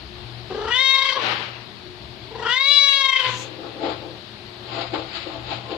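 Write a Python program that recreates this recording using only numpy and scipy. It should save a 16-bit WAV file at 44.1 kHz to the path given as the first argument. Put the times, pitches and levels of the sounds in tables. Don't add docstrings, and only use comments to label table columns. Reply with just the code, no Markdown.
import sys
import numpy as np
from scipy import signal
from scipy.fft import rfft, irfft
from scipy.io import wavfile
from scipy.ndimage import uniform_filter1d, minimum_filter1d

SR = 44100
rng = np.random.default_rng(int(sys.argv[2]) if len(sys.argv) > 2 else 0)


def generate_wav(signal):
    frames = np.transpose(np.atleast_2d(signal))
    scaled = np.clip(frames, -1, 1) * 32767
    pcm = np.round(scaled).astype(np.int16)
    wavfile.write(sys.argv[1], SR, pcm)


def invert_db(x):
    u = np.asarray(x, float) / 20
    return 10 ** u


N = 254436
T = np.arange(N) / SR
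HZ = np.fft.rfftfreq(N, 1 / SR)


def meow(cry, hoarse):
    trill_crests = [
        .522,
        0.714,
        0.953,
        1.239,
        2.322,
        2.611,
        2.847,
        3.097,
        3.2,
        3.393,
    ]
    beat_counts = [6, 5, 8, 30, 8, 4, 6, 3, 4]
    # jaw opening/0-1, nose level/dB, throat level/dB, mouth level/dB, palate level/dB
    jaw_levels = [(0, 1.5, -16.5, -19, -32.5), (.33, -9.5, 3, -20, -16), (.52, -22.5, -5, -8, -5),
                  (.7, -36, -13, -3, -4.5), (1, -29.5, -17.5, -10, 0)]
    jaw_shapes = [(0, 780, 8.2, 0.5, .55), (.33, 1152, 6.9, -26, 0.39), (.52, 1280, 6.43, -15.5, 0.14),
                  (.7, 1070, 6.97, -20, 0.01), (1, 1103, 6.754, 1.5, .001)]
    # f/Hz, width/Hz, level under the palate/dB
    sinus_rings = [(5200, 900, -22), (6000, 500, -25), (7400, 900, -31), (9800, 1500, -41),
                   (12000, 1500, -54)]
    nose_hz, nose_width_hz, throat_width_hz = 468, 320, 420
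    mouth_order, mouth_width_hz = 4.0, 284
    palate_width_hz, palate_roof_hz = 520, 4250
    palate_drop_per_trill = 0.95
    cheek_hz, cheek_width_hz = 2930, 260
    breath_db, breath_hz, breath_width_hz = -2, 4400, 2100
    head_turn_db, right_lead_s = -2.5, .000045

    start_s, end_s = cry[0][0], cry[-1][0]
    on = (T > start_s) & (T < end_s)
    hz, effort_db, jaw, depth = columns_at(cry, T[on])
    nose, throat, mouth, palate = (invert_db(effort_db + db) for db in columns_at(jaw_levels, jaw))
    throat_hz, palate_partial, cheek_db, rough = columns_at(jaw_shapes, jaw)
    palate_hz = (palate_partial - palate_drop_per_trill * depth) * hz
    rough = np.clip(rough + hoarse * depth * np.linspace(0, 1, len(jaw)) ** 2, 0, 1)
    trill = np.cos(2 * np.pi * np.interp(T[on], trill_crests, np.cumsum([0, *beat_counts])))

    hz = uniform_filter1d(hz, size=2600)
    arch = .015 + .13 * np.clip((505 - hz) / 50, 0, 1)
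    hz = hz * (1 + arch * depth * trill + 0.048 * rough * walk(160)[on] + 0.001908 * walk(30)[on])
    phase = 2 * np.pi * np.cumsum(hz) / SR
    smooth_hz = uniform_filter1d(hz, size=400)
    palate_db = 20 * np.log10(palate)

    out = np.zeros((2, N))
    for k in range(1, 25):
        f = k * smooth_hz
        gain = nose * bell(f, nose_hz, nose_width_hz)
        gain += throat * bell(f, throat_hz, throat_width_hz)
        gain += mouth * bell(f, mouth_order * smooth_hz, mouth_width_hz)
        roof = bell(np.maximum(f, palate_roof_hz), palate_roof_hz, 1000)
        gain += palate * bell(f, palate_hz, palate_width_hz) * roof
        gain += sum(invert_db(0.8 * palate_db - 3.5 + db) * bell(f, c, w) for c, w, db in sinus_rings)
        gain += mouth * invert_db(cheek_db) * bell(f, cheek_hz, cheek_width_hz)
        gain *= invert_db(1.5 * walk(18)[on])
        share = np.clip(rough * (.5 + 0.12 * k), 0, 1)
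        breath_band = (walk(350)[on] + 1j * walk(350)[on]) * (0.9 + 1.04 * share)
        fray = np.sqrt(1 - share) + np.sqrt(share / 2) * breath_band
        line = gain * fray * np.exp(1j * (k * phase + k * k * 0.4 - 1.6))
        turn = invert_db(head_turn_db * np.clip(1.2 + f / 5000, 0, 1) / 2)
        out[0, on] += turn * line.imag
        out[1, on] += (line * np.exp(2j * np.pi * f * right_lead_s)).imag / turn
    leak = diffuse(bell(HZ, breath_hz, breath_width_hz) ** 2)[:, on]
    out[:, on] += leak * palate * invert_db(breath_db) * rough
    out[:, on] *= (1 + np.clip(depth, 0, 1) * trill) / np.sqrt(1 + depth ** 2 / 2)
    fade = np.clip(np.minimum(T - start_s, end_s - T) / 0.0031, 0, 1)
    return 1.07 * out * fade


def rasp():
    # peak t/s, level/dB, rise/(dB/s), fall/(dB/s)
    puffs = [
        (1.312, -28, 20, 74.5),
        (3.268, -32.5, 94.5, 87),
        (3.422, -36.5, 93, 397),
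    ]
    # f/Hz, level/dB per Hz
    air_colour = [(120, -50.5), (200, -3), (369, 4), (622, 7), (679, -6.5), (741, 7.5), (2840, 4.5),
                  (4250, -1.5), (7050, -21), (7830, -28), (13000, -36)]
    colour = invert_db(over_hz(air_colour))
    thin_colour = colour * bell(HZ, 3310, 5100) * (1 - bell(HZ, 0, 2200))
    airs = (diffuse(colour), diffuse(thin_colour))
    nose = diffuse(bell(HZ, 6600, 3200) ** 2 + 0.029 * (HZ > 9000))
    nose = nose * invert_db(3.4 * walk(70)) * swell(*puffs[-1])
    flutter = 1.6 * invert_db(0.77 * walk(60))
    hoarse_air = 0
    for air, puff in zip(airs, puffs):
        onset = np.clip((T - puff[0] + 0.17) / 0.08, 0, 1)
        hoarse_air = hoarse_air + air * swell(*puff) * onset
    return nose + flutter * hoarse_air


def walls(x):
    t60_s, echo_db = 0.17, -6.5
    t = T[:SR // 3]
    tail = rng.standard_normal((2, len(t))) * 1000 ** (-t / t60_s) * (t > .003)
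    tail /= np.sqrt(np.sum(tail ** 2, axis=1, keepdims=True))
    return invert_db(echo_db) * signal.fftconvolve(x, tail, axes=1)[:, :N]


def scuffs():
    # peak t/s, rise/(dB/s), deep ring level/dB, high ring level/dB, bristle hiss level/dB
    rubs = [(3.447, 150, -32.5, -44.5, -48), (3.672, 155, -33.5, -37, -47.5), (3.848, 302, -23, -31, -40.5),
            (3.898, 200, -59, -35, -41.5), (4.066, 149, -35.5, -43, -60), (4.751, 166, -40, -43, -39.5),
            (4.813, 134, -37, -30.5, -37), (4.943, 900, -24, -27.5, -35), (5.172, 168, -50, -41.5, -33.5),
            (5.273, 600, -36, -43, -53), (5.35, 102, -44, -40.5, -49), (5.524, 156, -37.5, -33, -35),
            (5.716, 356, -34, -41.5, -43), (5.76, 115, -43, -40.5, -56)]
    # f/Hz, width/Hz, level/dB
    vessel_modes = [(321.6, 55, 2), (369, 18, -8), (443.3, 23, -0.5), (511.5, 17.5, -1), (558, 83, -5.5),
                    (670, 25, 1.5), (752, 37, -10.5), (802, 38, -1.5), (868.5, 26, -1.5), (1053, 23, -4.5)]
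    # f/Hz, level/dB per Hz
    bristle_colour = [(880, -35), (1500, -10.5), (1980, 2), (2340, 2), (4240, 2), (4900, -4), (6030, -24.5),
                      (7100, -12.5), (13000, -76)]
    ring_fall, hiss_fall, middle_db = 154, 140, -1.5
    modes = sum(invert_db(db) * bell(HZ, f, w) for f, w, db in vessel_modes)
    grip = invert_db(0.92 * walk(40))
    deep_ring = 0.86 * diffuse(modes * (HZ < 555)) * grip
    high_ring = 0.86 * diffuse(modes * (HZ > 555)) * grip
    middle = 0.81 * diffuse(bell(HZ, 1260, 650)) * grip
    bristle = 1.01 * diffuse(invert_db(over_hz(bristle_colour)) * (HZ > 1500)) * invert_db(0.81 * walk(90))
    out = np.zeros((2, N))
    for s, rise, deep_db, high_db, hiss_db in rubs:
        out += swell(s, deep_db, rise, ring_fall) * deep_ring
        out += swell(s, high_db, rise, ring_fall) * high_ring
        out += swell(s, (high_db + hiss_db) / 2 + middle_db, rise, hiss_fall) * middle
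        out += swell(s, hiss_db, rise, hiss_fall) * bristle
    return out


def room_tone():
    # f/Hz, level/dB per Hz
    air_colour = [(15, -43), (25, -15.5), (114, -1.5), (173, -11.5), (293, -10.5), (361, -5.5), (534, -17),
                  (641, -10), (878, -13), (1080, -15), (1300, -17.5), (2140, -18), (4330, -16),
                  (5930, -32.5), (13000, -47.5)]
    # f/Hz, width/Hz, level/dB
    fridge_lines = [(120.1, 2.5, -49), (359, 5.5, -56), (204, 43, -58.5)]
    # peak t/s, level/dB
    rumbles = [
        (.05, -46.5),
        (.21, -43.5),
        (.45, -51),
        (.68, -39),
        (2.06, -49),
        (2.4, -52),
        (3.92, -48),
        (4.92, -43.5),
        (5.43, -47),
        (5.77, -46),
    ]
    # start t/s, end t/s, first dip level/dB, last dip level/dB
    ducks = [
        (0.706, 1.153, -11, -10),
        (2.5, 3.205, -16.5, -18),
    ]
    rest_db, attack_s, release_s = 3.5, 0.1, 0.078
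    hum_share, rumble_share = 1.26, .7
    air = diffuse(invert_db(over_hz(air_colour))) * invert_db(-46) * invert_db(walk(4.06) / 2)
    hum = sum(invert_db(db) * diffuse(bell(HZ, f, w)) for f, w, db in fridge_lines)
    swells = invert_db(-69.5) + sum(swell(s, db, 75, 75) for s, db in rumbles)
    duck_db = np.zeros(N)
    for a, b, first, last in ducks:
        duck_db += np.interp(T, [a, a + attack_s, b, b + release_s], [0, first, last, 0])
    rumble = diffuse(bell(HZ, 67, 37)) * swells * invert_db(rumble_share * duck_db)
    return (air + hum * invert_db((hum_share - 1) * duck_db)) * invert_db(rest_db + duck_db) + rumble


def columns_at(table, at):
    key, *columns = np.transpose(table)
    return [np.interp(at, key, c) for c in columns]


def over_hz(points):
    hz, value = np.transpose(points)
    return np.interp(np.log(HZ + 1), np.log(hz), value)


def unit(x):
    return x / np.sqrt(np.mean(x ** 2))


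def walk(rate):
    k = int(SR / rate)
    held = np.repeat(rng.standard_normal(N // k + 1), k)
    return unit(uniform_filter1d(uniform_filter1d(held, k), k)[:N])


def diffuse(gain):
    # f/Hz, likeness/0-1
    port_likeness = [(60, 0.84), (280, 0.95), (600, 0.55), (1200, 0), (13000, 0.26)]
    alike = np.clip(over_hz(port_likeness), 0, 1)
    mid, side = rfft(rng.standard_normal((2, N))) * gain * np.sqrt([1 + alike, 1 - alike])
    return unit(irfft([mid + side, mid - side], N))


def bell(hz, centre_hz, width_hz):
    return 1 / (1 + (2 * (hz - centre_hz) / width_hz) ** 2)


def swell(peak_s, db, rise_db_s, fall_db_s):
    return invert_db(db - np.where(T < peak_s, rise_db_s * (peak_s - T), fall_db_s * (T - peak_s)))


def scene():
    # t/s, pitch f/Hz, effort level/dB, jaw opening/0-1, trill depth/0-1
    cries = [
        [(.5, 345, -31.5, 0.12, 0.6), (.6, 420, -28, 0.15, 0.28), (.69, 449.2, -25, 0.31, 0.41),
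         (.73, 484.7, -19.5, 0.58, 0.14), (.795, 530, -17.5, 0.57, 0.13), (.885, 533.6, -15.5, 1.0, 0.02),
         (.95, 537.4, -16, 0.73, 0.22), (1.16, 530.4, -23, 0.42, 0.35), (1.235, 516, -42, 0.1, .4)],
        [(2.3, 406.6, -37.5, .05, 0.84), (2.44, 449.1, -25.5, 0.29, 0.48), (2.52, 489, -17.5, 0.54, 0.03),
         (2.6, 542.8, -20, 0.67, 0.25), (2.72, 568, -14.5, 1, 0), (2.95, 552.5, -15.5, 0.98, 0.12),
         (3.14, 525, -18.5, 0.67, 0.61), (3.27, 505, -23, 0.39, 0.39), (3.42, 497, -47, 0.33, 0.13)],
    ]
    hoarse_ends = [
        .9,
        .18,
    ]
    cat = sum(meow(cry, hoarse) for cry, hoarse in zip(cries, hoarse_ends))
    return cat + walls(cat) + rasp() + scuffs() + room_tone()


def thin_treble(x):
    from_hz, drop_db, slope_db_khz, spread_db, patchy_db = 4400, -21, -1.3, 9, 1
    hz, _, z = signal.stft(x, SR, nperseg=1024)
    power = uniform_filter1d(np.abs(z) ** 2, size=5, axis=1)
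    mean_power = uniform_filter1d(power[:, hz > 1000].mean(axis=1, keepdims=True), size=3, axis=2)
    chance = uniform_filter1d(rng.standard_normal(z[:1].shape), size=11, axis=1)
    chance = uniform_filter1d(chance, size=4, axis=2)
    limit_db = drop_db + slope_db_khz * (hz[:, None] - from_hz) / 1000 + spread_db * unit(chance)
    keep = (power > mean_power * invert_db(2 * limit_db)) | (hz[:, None] < from_hz)
    patches = np.where(keep, invert_db(patchy_db * unit(chance[:, ::-1])), .02)
    return signal.istft(z * patches, SR, nperseg=1024)[1][:, :N]


def limiter(x):
    room = np.minimum(1.0 / (np.abs(x) + 1e-9), 1)
    return x * uniform_filter1d(minimum_filter1d(room, size=441), size=441)


def low_pass(x):
    return signal.sosfilt(signal.butter(12, 13180, fs=SR, output="sos"), x)


def record(dry):
    # f/Hz, left minus right level/dB
    port_balance = [(60, 4), (200, 8), (650, 6.5), (1170, 9), (2120, 11), (3840, 17), (5000, 14.5),
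                    (6950, -1), (9500, 10), (11000, 6.5), (13000, 21)]
    flip_times = [
        2.8905,
        2.9305,
    ]
    ports = invert_db(over_hz(port_balance) / 2)
    low_cut = 1 - bell(HZ, 0, 70)
    notch = 1 - 0.48 * bell(HZ, 8380, 570)
    spectrum = rfft(dry) * low_cut * notch * [ports, 1 / ports] * (HZ < 13180)
    x = irfft(spectrum, N)
    in_band = (HZ > 1950) & (HZ < 3650)
    turned = irfft(spectrum[0] * in_band, N) * ((T > flip_times[0]) & (T < flip_times[1]))
    x[0] -= 2 * irfft(rfft(turned) * in_band, N)
    mix = limiter(thin_treble(x))
    return low_pass(mix)


dry = scene()
out = record(dry)
generate_wav(out)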